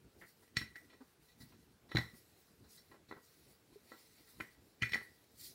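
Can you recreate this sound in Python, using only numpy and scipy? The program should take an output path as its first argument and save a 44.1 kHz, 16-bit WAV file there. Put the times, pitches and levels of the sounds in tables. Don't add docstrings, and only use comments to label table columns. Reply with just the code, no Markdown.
import sys
import numpy as np
from scipy import signal
from scipy.fft import rfft, irfft, next_fast_len
from scipy.io import wavfile
from scipy.ndimage import uniform_filter1d, map_coordinates

SR = 44100
rng = np.random.default_rng(int(sys.argv[2]) if len(sys.argv) > 2 else 0)


def store_wav(level_fs):
    pcm = np.round(np.clip(np.atleast_2d(level_fs), -1, 1) * 32767)
    wavfile.write(sys.argv[1], SR, pcm.T.astype(np.int16))


N = 244314

# (frequency [Hz], relative density [dB per Hz])
ROOM_SPECTRUM = [(15, -37), (25, -13.5), (113, -9.5), (165, -10.5), (205, -14.5), (341, -23), (391, -23),
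                 (435, -6.5), (570, -19.5), (1590, -17), (1920, -20.5), (2190, -20.5), (15700, -32)]
# (frequency [Hz], relative density [dB per Hz])
ROLL_SPECTRUM = [(15, -57), (25, -27), (60, 1), (178, -5.5), (350, -5.5), (395, -7.5), (445, -12.5),
                 (900, -20), (1170, -37.5), (1980, -120)]
# (time [s], level [dB])
ROLL_LEVELS = [(0.0, -71.5), (0.52, -74.5), (0.65, -67.5), (1.0, -72.5), (1.251, -70), (1.73, -71),
               (2.02, -71), (2.42, -70), (3.19, -71.5), (3.32, -69), (3.53, -68.5), (3.72, -70.5),
               (3.92, -69), (4.2, -68), (4.81, -70), (4.94, -65.5), (5.14, -71.5), (5.54, -66.5)]
# (frequency [Hz], relative density [dB per Hz])
PALM_SPECTRUM = [(1500, -59.5), (3300, -11.5), (3950, 0), (5200, -2), (6300, -6.5), (9000, -4), (15700, -4)]
# (time [s], level [dB])
REST_HISS_LEVELS = [(0, -83), (.35, -78.5), (.53, -83), (.83, -77.5), (.97, -80.5), (1.13, -76.5),
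                    (1.2, -94), (1.6, -77), (1.8, -84), (2.1, -73), (2.52, -75.5), (2.63, -80.5),
                    (2.92, -74), (3, -86), (3.3, -72.5), (3.5, -71), (3.62, -80.5), (4, -70), (4.36, -71),
                    (4.59, -81.5), (5.16, -75), (5.54, -76.5)]
# (time [s], hold [s], hiss level [dB], rubbed pin level [dB])
SLIDES = [(0.203, 0.014, -69.5, -90), (0.287, .02, -71, -90), (0.425, .012, -73.5, -92),
          (1.227, 0.084, -75, -87), (1.412, .012, -73, -82), (1.418, 0.0062, -66, -78),
          (1.488, 0.045, -75, -78), (2.155, 0.029, -67, -78), (2.71, 0.057, -64, -79),
          (3.096, .012, -79.5, -88), (3.247, 0.031, -70.5, -94), (3.507, 0.022, -77.5, -79),
          (3.738, 0.014, -77, -82), (3.892, 0.12, -72, -71), (4.186, 0.017, -76.5, -70),
          (4.29, 0.034, -69.5, -92), (4.408, 0.01, -65, -84), (4.515, 0.013, -73.5, -74.5),
          (4.647, 0.06, -75.5, -84), (5.032, .015, -70, -88), (5.411, 0.069, -54.5, -69)]
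# (time [s], frequency [Hz], level [dB], hold [s])
THUDS = [(1.006, 261.6, -52.5, 0.018), (1.95, 315, -34.5, 0.0082), (3.757, 410, -51, 0.0092)]
# (frequency [Hz], relative level [dB], t60 [s])
WOOD_MODES = [(73, -6, 0.21), (116.7, 4.5, 0.16), (162.3, -2.5, 0.11), (219.3, -2, 0.17), (265, -8.5, 0.12),
              (308.7, 0, 0.073), (390, -12.5, 0.22), (411, -24.5, 0.12), (789, -4, 0.022),
              (1024, -0.5, 0.019), (1346, -2.5, 0.044), (1510, -13, 0.14), (1670, -0.5, 0.034),
              (1840, -2.5, 0.074), (1934, -14.5, 0.63), (1951, 9, 0.065), (2207, -13, 0.23),
              (2410, 2.5, 0.056), (2980, -5.5, 0.071), (3505, -18.5, 0.23), (3916, -5, 0.015),
              (4000, 0.5, 0.033), (4386, -5.5, 0.1), (5140, -12, 0.11), (5487, 2.5, 0.14),
              (6280, -1.5, 0.064), (6990, -1, 0.08), (8500, 3, 0.097), (9000, -18, 0.037)]
# (zone centre [Hz], level against its part's column [dB])
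ZONES = [(104, -1.5), (190, -2.1), (391, -1.86), (1080, 0.8), (1988, -1.1), (2450, -1.4), (3110, -4.5),
         (3950, -3.3), (4430, -4.5), (5500, -6.5), (8000, -14.5), (11500, -20)]
ZONE_PART = [0, 0, 1, 1, 2, 3, 3, 4, 5, 5, 5, 5]
# (time [s], peak levels before zone offsets [dB] of board thump,
# board tap, pin ring, handles, first pin overtones, upper pin overtones
KNOCKS = [(0.4778, -80, -74, -67, -72, -86, -83, .6),
          (0.5682, -36.5, -44.5, -24.5, -33.5, -29.5, -28, 0.51), (0.6135, -45, -49, -38, -52, -63, -60, 1),
          (0.7567, -70, -66, -41, -63, -59, -57, .4), (0.763, -75, -59.5, -50, -61.5, -66, -59.5, 0.48),
          (1.9164, -66, -46, -42, -54.5, -45, -57, 0.6), (1.9499, -28, -37.5, -68, -64, -44, -46, 1),
          (1.957, -34, -45, -39, -40.5, -29.5, -47, 0.38), (1.9692, -39, -41, -22.5, -42.5, -22, -36, 0.43),
          (1.9834, -33.5, -39, -46, -46, -58, -42, 0.51), (2.007, -48, -50, -48, -63, -70, -63, 0.98),
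          (2.0445, -48.5, -58, -49, -74, -73, -69, 0.68), (3.1118, -62, -43.5, -45.5, -64, -59, -66, 0.68),
          (3.124, -61, -44.5, -53, -64, -55, -77, 0.63), (3.918, -75, -48.5, -51, -72, -58, -70.5, 1),
          (4.4012, -57, -44, -47, -46.5, -55, -65, 1), (4.4068, -50.5, -49.5, -33.5, -50, -58, -53.5, 0.21),
          (4.8209, -35.5, -49.5, -31, -31.5, -58, -39, 0.87),
          (4.8306, -52.5, -50, -24.5, -34.5, -41, -44.5, 0.85), (4.892, -62, -62, -47, -69, -53, -50.5, 1),
          (4.92, -48, -61, -40, -46, -44, -44, 0.24), (4.9335, -72, -47, -28, -33, -36.5, -40.5, 0.63),
          (4.9429, -52, -47, -25.5, -60, -53, -37.5, 0.58), (4.9559, -51, -42.5, -30, -68, -61, -70, 0.85),
          (5.014, -59, -57.5, -51, -79, -74, -71, 0.46)]
# (time [s], peak levels before zone offsets [dB] of
SCUFFS = [(0.2116, -60, -59, -48, -64, -78, 0.09), (0.2339, -75, -65, -56, -72, -81, 0.2),
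          (0.4223, -93, -66, -69, -87, -87, 0.59), (0.8949, -93, -67, -64, -66, -64.5, .55),
          (0.925, -95, -62.5, -66, -69, -66, 0.74), (1.004, -77, -59, -75, -76, -72, .5),
          (1.281, -76, -93, -65.5, -76, -64, 1), (1.3104, -69, -95, -74, -79, -67, 0.62),
          (1.4029, -50, -68.5, -59, -80, -57, .71), (1.4293, -52.5, -77, -83, -78, -73, .31),
          (1.518, -77, -63, -86, -68, -73, 0.62), (1.888, -68, -62, -64, -72, -60, 0.34),
          (2.1336, -52.5, -68, -71, -80, -83, 0.16), (2.6388, -74, -68.5, -94, -95, -69, 0.65),
          (2.7719, -69, -83, -65.5, -91, -55, .61), (2.9116, -70, -57, -64.5, -67.5, -67, 1),
          (2.9385, -81, -58.5, -66, -75, -75, 0.67), (3.0847, -61, -67, -67, -72, -58, 0.58),
          (3.1612, -58.5, -57, -71, -85, -83, 0.41), (3.7204, -61, -72, -87, -76, -69, 0.98),
          (3.9293, -71, -58.5, -64, -77, -76, 0.96), (4.271, -70, -71, -63.5, -76, -83, 0.91)]

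ROOM_DB = -74
SLIDE_RISE_DB_PER_S, SLIDE_FALL_DB_PER_S = 344, 218
REST_RUB_DB = -8
PUFF_OFFSET_DB, PUFF_SLOPE_DB_PER_DB, PUFF_T60_S = -38, 0.56, 0.28
# (frequency [Hz], gain [dB])
RUB_TILT = [(1200, -45.0), (1900, -10.5), (3000, -12.0), (4100, -3.5), (5500, -10.5), (9000, -30)]
THUD_RISE_S, THUD_T60_S = 0.0011, 0.059
KNOCK_CONTACT_S, SCUFF_CONTACT_S = 0.0015, 0.0088
SCUFF_UPPER_DB = -3.5
GRAZE_DB, GRAZE_S = -24.5, 0.0043
WALLS_DB, WALLS_T60_S, WALLS_RISE_S = -9.5, 0.27, 0.003
CRACK_DB, CRACK_CORNER_HZ = -50.5, 1500
BASS_HZ, TOP_HZ = 45, 15800


def amp(db):
    return 10 ** (np.asarray(db) / 20)


def unit(x):
    return x / np.sqrt(np.mean(x ** 2) + 1e-20)


def along(points, hz):
    point_hz, value = np.transpose(points)
    return np.interp(np.log(hz + 1), np.log(point_hz + 1), value)


def wobble(knots_per_s):
    knots = rng.standard_normal(int(N * knots_per_s / SR) + 4)
    return map_coordinates(knots, [np.arange(N) * knots_per_s / SR])


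def filtered(x, response):
    m = next_fast_len(N + SR // 2)
    hz = np.fft.rfftfreq(m, 1 / SR)
    return irfft(rfft(x, m) * response(hz), m)[..., :N]


def rush(spectrum, patchy_db):
    z = signal.stft(rng.standard_normal(N + 512), nperseg=512)[2]
    patches = uniform_filter1d(rng.standard_normal(z.shape), size=6, axis=0)
    patches = uniform_filter1d(patches, size=10, axis=1)
    x = signal.istft(z * amp(patchy_db * unit(patches)), nperseg=512)[1][:N]
    return unit(filtered(x, lambda hz: amp(along(spectrum, hz))))


def modes(hz, free=1, scatter_db=0):
    mode_hz, db, t60_s = np.transpose(WOOD_MODES)[:, :, None]
    width_hz = np.log(1000) / (np.pi * t60_s * free)
    size = amp(db + scatter_db * rng.standard_normal(mode_hz.shape))
    resonances = size * 1j * hz / (mode_hz ** 2 - hz ** 2 + 1j * hz * width_hz)
    return np.sum(resonances, axis=0)


def room():
    return amp(ROOM_DB) * rush(ROOM_SPECTRUM, patchy_db=1.25)


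def rolling():
    level_db = np.interp(np.arange(N) / SR, *np.transpose(ROLL_LEVELS))
    return amp(level_db - 0.04 + 2.55 * wobble(18)) * rush(ROLL_SPECTRUM, patchy_db=3.5)


def hand_gains():
    now = np.arange(N) / SR
    hiss = amp(np.interp(now, *np.transpose(REST_HISS_LEVELS)))
    rub = hiss * amp(REST_RUB_DB)
    for s, hold_s, hiss_db, rub_db in SLIDES:
        rise_db = -SLIDE_RISE_DB_PER_S * np.maximum(s - now, 0)
        fall_db = -SLIDE_FALL_DB_PER_S * np.maximum(now - s - hold_s, 0)
        shape = amp(rise_db + fall_db)
        hiss = np.hypot(hiss, amp(hiss_db) * shape)
        rub = np.hypot(rub, amp(rub_db) * shape)
    for s, *_, upper_db, _free in KNOCKS:
        puff_db = PUFF_SLOPE_DB_PER_DB * upper_db + PUFF_OFFSET_DB
        decay_db = -60 * np.abs(now - s) / PUFF_T60_S
        hiss = np.hypot(hiss, amp(puff_db + decay_db) * (now >= s))
    return hiss, rub


def palm_hiss(gain, grip_db):
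    grains_db = 0.76 * wobble(300)
    return gain * amp(2.0 + grip_db + grains_db) * rush(PALM_SPECTRUM, patchy_db=2.8)


def pin_rub(gain, grip_db):
    grit = rng.standard_normal(N) * amp(1.5 * wobble(82))
    rubbed = filtered(grit, lambda hz: modes(hz, free=0.12) * amp(along(RUB_TILT, hz)))
    return gain * amp(grip_db) * unit(rubbed)


def palms():
    hiss_gain, rub_gain = hand_gains()
    grip_db = 0.8 * wobble(40)
    return palm_hiss(hiss_gain, grip_db) + pin_rub(rub_gain, grip_db)


def thuds():
    out, t = np.zeros(N), np.arange(SR // 4) / SR
    for s, hz, db, hold_s in THUDS:
        rise = 1 - np.exp(-t / THUD_RISE_S)
        fall = amp(db - 60 * np.maximum(t - hold_s, 0) / THUD_T60_S)
        out[round(s * SR):][:len(t)] += rise * fall * np.sin(2 * np.pi * hz * t)
    return out


def contact_force(t, contact_s):
    push_noise, wall_noise = rng.standard_normal((2, len(t)))
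    after = np.maximum(t, 0)
    u = after / contact_s
    graze = amp(GRAZE_DB) * np.exp(t / GRAZE_S) * (t < 0)
    push = (push_noise + 0.94) * (graze + u * np.exp(-u))
    walls = wall_noise * amp(-60 * after / WALLS_T60_S) * (1 - np.exp(-after / WALLS_RISE_S))
    return unit(push) + amp(WALLS_DB) * unit(walls)


def knocks():
    size, lead = 3 * 2 ** 12, 2 ** 10
    out = np.zeros(N + size)
    t, hz = (np.arange(size) - lead) / SR, np.fft.rfftfreq(size, 1 / SR)
    zone_hz, zone_db = np.transpose(ZONES)
    zones = np.array([along(np.c_[zone_hz, one], hz) for one in np.eye(len(ZONES))])
    crack = amp(CRACK_DB) * hz / (hz + CRACK_CORNER_HZ)
    scuffs = [(*row, first_db, first_db + SCUFF_UPPER_DB, free) for *row, first_db, free in SCUFFS]
    for contact_s, table in (KNOCK_CONTACT_S, KNOCKS), (SCUFF_CONTACT_S, scuffs):
        for s, *part_db, free in table:
            force = contact_force(t, contact_s)
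            body = modes(hz, free, scatter_db=2)
            parts = irfft(rfft(force) * (body + crack) * zones, size)
            peak = np.abs(parts).max(axis=1, keepdims=True)
            parts *= amp(np.take(part_db, ZONE_PART) + zone_db)[:, None] / peak
            out[round(s * SR) - lead:][:size] += parts.sum(axis=0)
    return out[:N]


def scene():
    return (room() + rolling() + palms() + thuds() + knocks())[None]


def record(dry):
    return filtered(dry, lambda hz: (1j * hz / (BASS_HZ + 1j * hz)) ** 2 * (hz < TOP_HZ))


dry = scene()
out = record(dry)
store_wav(out)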